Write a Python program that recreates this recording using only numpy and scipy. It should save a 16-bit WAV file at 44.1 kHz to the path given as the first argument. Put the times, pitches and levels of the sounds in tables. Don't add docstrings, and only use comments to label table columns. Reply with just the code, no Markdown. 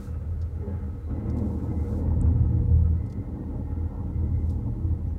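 import sys
import numpy as np
from scipy import signal
from scipy.fft import rfft, irfft, next_fast_len
from scipy.io import wavfile
from scipy.ndimage import uniform_filter1d

SR = 44100
rng = np.random.default_rng(int(sys.argv[2]) if len(sys.argv) > 2 else 0)


def inscribe(sig):
    pcm = np.round(np.clip(np.atleast_2d(sig).T, -1, 1) * 32767)
    wavfile.write(sys.argv[1], SR, pcm.astype(np.int16))


N = 228734
TIME_S = np.arange(N) / SR
FFT_SIZE = next_fast_len(N)
FREQ_HZ = np.maximum(np.arange(FFT_SIZE // 2 + 1) * SR / FFT_SIZE, 1)

# pitch_hz, gain_db
AIR_COLOUR = [(1000, 1), (2500, 1), (3400, -2), (4200, -2), (5000, -5), (9000, -6.5), (10500, -7.5),
              (15500, -8)]
AIR_DB = -73
WHINE_HZ, WHINE_DB = 10864, -97.5
# time_s, level_db
BRUSH_LEVEL = [(0, -63), (.06, -62), (.16, -79.5), (.5, -79.5), (1.2, -81), (1.34, -77), (1.46, -69.5),
               (1.74, -72), (1.92, -66), (2.0, -67.5), (2.08, -87.5), (4.3, -90.5), (4.5, -72),
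               (4.66, -85.5), (5.19, -90)]
# pitch_hz, gain_db
BRUSH_COLOUR = [(2000, -14.5), (4000, 0), (4800, -1.5), (5800, 0.5), (9000, -1.5), (10500, -5),
                (12000, -4.5), (15500, -8.5)]

# start_s, level_db, centre_hz, nominal_width_hz, time_to_fade_60_db_s
TICKS = [(0.415, -57, 4930, 2400, 0.069), (1.2993, -57, 5100, 2400, 0.047), (1.368, -60, 5460, 6000, 0.066),
         (1.385, -59, 4970, 5000, 0.06), (3.0629, -63.5, 5500, 6000, 0.054),
         (3.0989, -63, 4800, 4000, 0.098), (3.1247, -55.5, 4400, 3500, 0.032),
         (4.495, -60, 4400, 3000, 0.11), (4.505, -57, 7950, 7000, 0.033)]
TRIM_HZ, TRIM_WIDTH_HZ, TRIM_DB = 5400, 85, -4
SNAP_S, SNAP_HZ, SNAP_LENGTH_S, SNAP_DB = 2.2145, 8350, 0.00019, -34

# pitch_hz, width_hz, height_db
DISC_LOWER = [(1858, 68, 0)]
# pitch_hz, width_hz, height_db
DISC_UPPER = [(1980, 26, -1.1), (2077, 65, 0.084)]
# start_s, end_s, lower_ring_db, upper_ring_db
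RINGS = [(0.543, 0.9, -73, -74.5), (1.12, 1.5, -75, -68.5), (1.703, 1.88, -86, -65.5),
         (1.968, 2.65, -73.5, -77.5), (2.968, 3.3, -74, -70), (3.29, 4.03, -73, -76.5),
         (4.12, 4.48, -80.5, -71), (4.685, 5.05, -78, -85)]
RING_EDGE_S = 0.06
LOWER_REST_DB, UPPER_REST_DB = -79.5, -79

# middle_s, half_length_s, pitch_hz, level_db
GROANS = [(0.057, 0.091, 196, -41), (.12, 0.1, 2670, -72), (0.655, 0.043, 400, -42),
          (0.739, 0.13, 844, -55.5), (0.747, 0.1, 1624, -65.5), (0.778, 0.15, 197, -38),
          (1.07, 0.07, 3970, -75), (1.2, 0.1, 4000, -81), (1.333, 0.15, 344, -42.5),
          (1.39, 0.18, 233.6, -33.5), (1.916, 0.11, 469.7, -41.5), (2.343, 0.28, 248.4, -35.5),
          (2.717, 0.12, 474, -46.5), (3.726, 0.13, 838, -56), (3.904, 0.43, 1358, -66.5),
          (4.868, 0.077, 316.3, -40), (5.096, 0.021, 6090, -77)]

# time_s, level_db (0 is full drag)
DRAG = [(0, -11), (0.4, -13.5), (0.72, -8), (0.9, -9.5), (1.05, -16.5), (1.12, -3), (1.24, -1.5), (1.8, -2),
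        (2.0, -0.5), (2.45, -5), (2.9, -8), (3.2, -7.0), (3.58, -6), (3.75, -7.5), (3.98, -7), (4.5, -7),
        (4.68, -8), (5.15, -9.5)]
# time_s, level_db (0 is full shake)
SHAKE = [(0, -14.5), (0.4, -12), (1.05, -14.5), (1.25, -10), (1.55, -12.5), (1.98, -9.5), (2.2, -1.5),
         (2.42, -3), (2.6, -3.5), (2.8, -0.5), (3.15, -15.5), (3.55, -14), (4.0, -11.0), (4.3, -8),
         (4.7, -10.0), (5.15, -10.5)]

# pitch_hz, wander_hz (at looseness 1), level_db (at full shake and drag),
# db_per_db_of_shake, db_per_db_of_drag, drift_db_per_s
BOOM_MODES = [(80.67, 3.304, -19.5, 1.16, 0, -0.22), (117.5, 2.5, -28, 1, 0.52, 0.67),
              (171.7, 2.2, -33.5, 1.47, 0.15, -0.05)]
# middle_s, half_length_s, lowest_db, second_db, third_db (one per resonance)
SURGES = [(0.12, 0.034, 7, 2, 11), (0.42, 0.05, 5, -0.5, -1), (1.35, 0.084, -0.5, 6.5, 1.5),
          (1.808, 0.03, 8, 4.5, 1.5), (2.13, 0.015, 5, -2.5, -4), (2.55, 0.11, -8, 6, 4),
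          (2.74, 0.051, 4.5, 3.5, 0.5), (2.93, 0.08, 2, 0, 8.5), (3.35, 0.045, 7, 5.5, -2.5),
          (3.8, 0.1, 7.5, -2, -1), (4.03, 0.08, -2.5, -7.5, 8), (4.201, 0.053, 5.5, -3, 2.5),
          (4.34, 0.049, 4, 6, -2), (4.49, 0.044, 6.5, -6.5, -1), (4.68, 0.1, -5.5, 7, 0.5),
          (4.92, 0.027, 10, -1, 5)]
LOOSE_DB = 13
BOOM_FLUTTER_DB = 2.0

# pitch_hz, width_hz, height_db (over the broad response)
BODY = [(43.4, 4, 6.5), (197, 14.2, 9.5), (276.4, 13, 9), (318.4, 9.8, 11), (391, 45, 7.5), (475.4, 14, 15),
        (475.5, 7.3, 8), (540, 36, 10), (610.4, 10, 15), (725, 17, 7), (823.5, 27, 13), (839, 24, 9),
        (912, 25, 10), (954, 59, 2), (1081, 59, 9), (1161, 28, 11.5), (1283.4, 9, 19), (1349, 23, 11),
        (1455, 20, 11.5), (1579, 31, 8.5), (1700, 40, 5), (2440, 28, 5), (2740, 30, 4)]
# pitch_hz, gain_db
SHUDDER_COLOUR = [(12, -36.5), (25, -22.5), (40, -5.5), (66, -1.5), (100, -2.5), (140, -11.5), (200, -36.5)]
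RUMBLE_COLOUR = [(70, -23.5), (105, 7), (158, -8.5), (205, 0), (300, -5.5), (360, -16), (450, -31),
                 (700, -60)]
GRIND_COLOUR = [(280, -27.5), (400, -0.5), (500, -1.5), (580, -10), (700, -9.5), (850, -27)]
RASP_COLOUR = [(580, -18.5), (720, 0.5), (900, 1), (1080, -3.5), (1200, -17), (1500, -35)]
SCRAPE_COLOUR = [(950, -22), (1250, 1), (1400, 0), (1700, -3.5), (2200, -6.5), (2700, -13), (3500, -19),
                 (6000, -45)]
# full_drive_db, db_per_db_of_drive, drift_db_per_s
SHUDDER_LAW = (-25.5, 0.79, 0.3)
RUMBLE_LAW = (-32, 1.24, 0.7)
GRIND_LAW = (-42.5, 0.81, -0.59)
RASP_LAW = (-52, 0.94, .2)
SCRAPE_LAW = (-58.5, 0.27, -1.78)
# middle_s, half_length_s, rumble_db, grind_db, rasp_db
PATCHES = [(0.7, 0.051, -1, 5, 0.5), (1.42, 0.041, 1, 3, 1), (1.99, 0.05, -0.5, 3, -2.5),
           (2.15, 0.19, -1.5, 1.5, 2.5), (3.18, 0.045, 4, -0.5, -1.5), (3.41, 0.024, 4.5, 2, 3),
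           (3.57, 0.033, 4.5, 5.5, 3.5), (3.97, 0.09, -1, 1.5, 7), (4.31, 0.03, 3, -0.5, 0),
           (4.68, 0.017, 6.5, 9, 5)]
# middle_s, half_length_s, extra_shudder_db
BUMPS = [(2.24, 0.044, 4), (2.42, .035, 8.5)]
JUDDER_HZ, JUDDER_DB = 11, 1.0

TOP_HZ = 15700


def undb(db):
    return 10 ** (np.asarray(db) / 20)


def unit(x):
    return x / np.sqrt(np.mean(x ** 2))


def curves(table):
    time_s, *columns = np.transpose(table)
    return [np.interp(TIME_S, time_s, column) for column in columns]


def swells(table):
    return sum(np.outer(levels_db, np.exp(-((TIME_S - middle_s) / length_s) ** 2))
               for middle_s, length_s, *levels_db in table)


def colour(points):
    hz, db = np.transpose(points)
    ends = np.minimum(FREQ_HZ / hz[0], 1) ** 2 * np.minimum(hz[-1] / FREQ_HZ, 1) ** 3
    return undb(np.interp(np.log(FREQ_HZ), np.log(hz), db)) * ends


def resonance(hz, width_hz):
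    return 1 / (1 + 1j * (FREQ_HZ ** 2 - hz ** 2) / (FREQ_HZ * width_hz))


def ringing(modes):
    return np.sqrt(1 + sum(np.abs(undb(db) * resonance(hz, width_hz)) ** 2 for hz, width_hz, db in modes))


def through(x, response):
    return unit(irfft(rfft(x, FFT_SIZE) * response, FFT_SIZE)[:N])


def walk(rate_hz):
    return through(rng.standard_normal(N), np.exp(-(FREQ_HZ / rate_hz) ** 2))


def slips(per_second, patchy_db):
    jolts = (rng.random(N) < per_second / SR) * rng.standard_normal(N)
    return jolts * undb(patchy_db * walk(32))


def steady(x, seconds):
    power = uniform_filter1d(x ** 2, max(int(seconds * SR), 2), mode="reflect")
    return x / np.sqrt(np.abs(power) + 0.02)


def driven(law, drive_db):
    full_db, slope, drift_db_per_s = law
    return undb(full_db + slope * drive_db + drift_db_per_s * TIME_S)


def hiss():
    brush_db, = curves(BRUSH_LEVEL)
    brush = through(slips(22000, 0.5), colour(BRUSH_COLOUR))
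    air = through(rng.standard_normal(N), colour(AIR_COLOUR))
    whine = np.sqrt(2) * np.sin(2 * np.pi * WHINE_HZ * TIME_S)
    return brush * undb(brush_db) + air * undb(AIR_DB) + whine * undb(WHINE_DB)


def ticks():
    spectrum = 0
    trim = 1 + undb(TRIM_DB) * resonance(TRIM_HZ, TRIM_WIDTH_HZ)
    for start_s, db, hz, width_hz, t60_s in TICKS:
        fade = np.exp(-np.log(1000) * np.clip((TIME_S - start_s) / t60_s, 0, 10))
        burst = (TIME_S >= start_s) * fade * rng.standard_normal(N)
        response = trim * resonance(hz, width_hz * np.sqrt(2)) ** 2
        response = response / np.sqrt(np.mean(np.abs(response) ** 2))
        spectrum = spectrum + undb(db) * rfft(burst, FFT_SIZE) * response
    return irfft(spectrum, FFT_SIZE)[:N]


def snap():
    age_s = TIME_S - SNAP_S
    swell = np.exp(-(age_s / SNAP_LENGTH_S) ** 2)
    return undb(SNAP_DB) * swell * np.sin(2 * np.pi * SNAP_HZ * age_s)


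def disc_ring(modes):
    out = 0
    for hz, width_hz, db in modes:
        band = through(slips(8000, 0.63), np.abs(resonance(hz, width_hz)) ** 2)
        out = out + undb(db) * band * np.sqrt(width_hz)
    return unit(out)


def discs():
    lower, upper = disc_ring(DISC_LOWER), disc_ring(DISC_UPPER)
    lower_gain, upper_gain = undb(LOWER_REST_DB), undb(UPPER_REST_DB)
    for start_s, end_s, lower_db, upper_db in RINGS:
        inside_s = np.minimum(TIME_S - start_s, end_s - TIME_S)
        spell = np.clip(inside_s / RING_EDGE_S + 0.5, 0, 1)
        lower_gain = np.maximum(lower_gain, spell * undb(lower_db))
        upper_gain = np.maximum(upper_gain, spell * undb(upper_db))
    return lower * lower_gain + upper * upper_gain


def groans(wander=0.013):
    out = 0
    slow, fast = walk(12.1), 1.7 * walk(110)
    flutter_db = 2.2 * walk(35)
    for middle_s, length_s, hz, db in GROANS:
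        waver = slow if hz < 1000 else fast
        phase = 2 * np.pi * np.cumsum(hz * (1 + wander * waver)) / SR
        swell = np.exp(-((TIME_S - middle_s) / length_s) ** 2)
        out = out + undb(db + flutter_db) * swell * np.sin(phase)
    return out


def boom():
    (shake_db,), (drag_db,) = curves(SHAKE), curves(DRAG)
    out = 0
    for mode, surge_db in zip(BOOM_MODES, swells(SURGES)):
        hz, wander_hz, db, per_shake, per_drag, drift_db_per_s = mode
        drive_db = per_shake * shake_db + per_drag * drag_db + drift_db_per_s * TIME_S + surge_db
        looseness = np.clip((drive_db.max() - drive_db) / LOOSE_DB, 0.25, 1.6)
        pitch_hz = hz + wander_hz * looseness * walk(23.9)
        phase = 2 * np.pi * np.cumsum(pitch_hz) / SR
        flutter_db = BOOM_FLUTTER_DB * looseness * walk(14)
        out = out + undb(drive_db + db + flutter_db) * np.sqrt(2) * np.sin(phase)
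    return out


def brakes():
    (shake_db,), (drag_db,) = curves(SHAKE), curves(DRAG)
    drag_db = drag_db + JUDDER_DB * walk(JUDDER_HZ)
    bump, = undb(swells(BUMPS))
    rumble_patch, grind_patch, rasp_patch = undb(swells(PATCHES))
    body = ringing(BODY)

    shudder = steady(through(slips(3000, 0.54), body * colour(SHUDDER_COLOUR)), 0.1) * bump
    rumble = steady(through(slips(3000, 0.43), body * colour(RUMBLE_COLOUR)), 0.09) * rumble_patch
    grind = steady(through(slips(5000, 0.88), body * colour(GRIND_COLOUR)), 0.12) * grind_patch
    rasp = steady(through(slips(6000, 1.0), body * colour(RASP_COLOUR)), 0.12) * rasp_patch
    scrape = through(slips(9000, 2.2), body * colour(SCRAPE_COLOUR))

    out = shudder * driven(SHUDDER_LAW, shake_db)
    out = out + rumble * driven(RUMBLE_LAW, drag_db)
    out = out + grind * driven(GRIND_LAW, drag_db)
    out = out + rasp * driven(RASP_LAW, drag_db)
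    return out + scrape * driven(SCRAPE_LAW, drag_db)


def scene():
    cabin = hiss() + ticks() + snap()
    car = discs() + groans() + boom() + brakes()
    return (cabin + car)[None]


def record(dry):
    low_pass = signal.ellip(10, 0.1, 80, TOP_HZ, fs=SR, output="sos")
    return signal.sosfilt(low_pass, dry)


dry = scene()
out = record(dry)
inscribe(out)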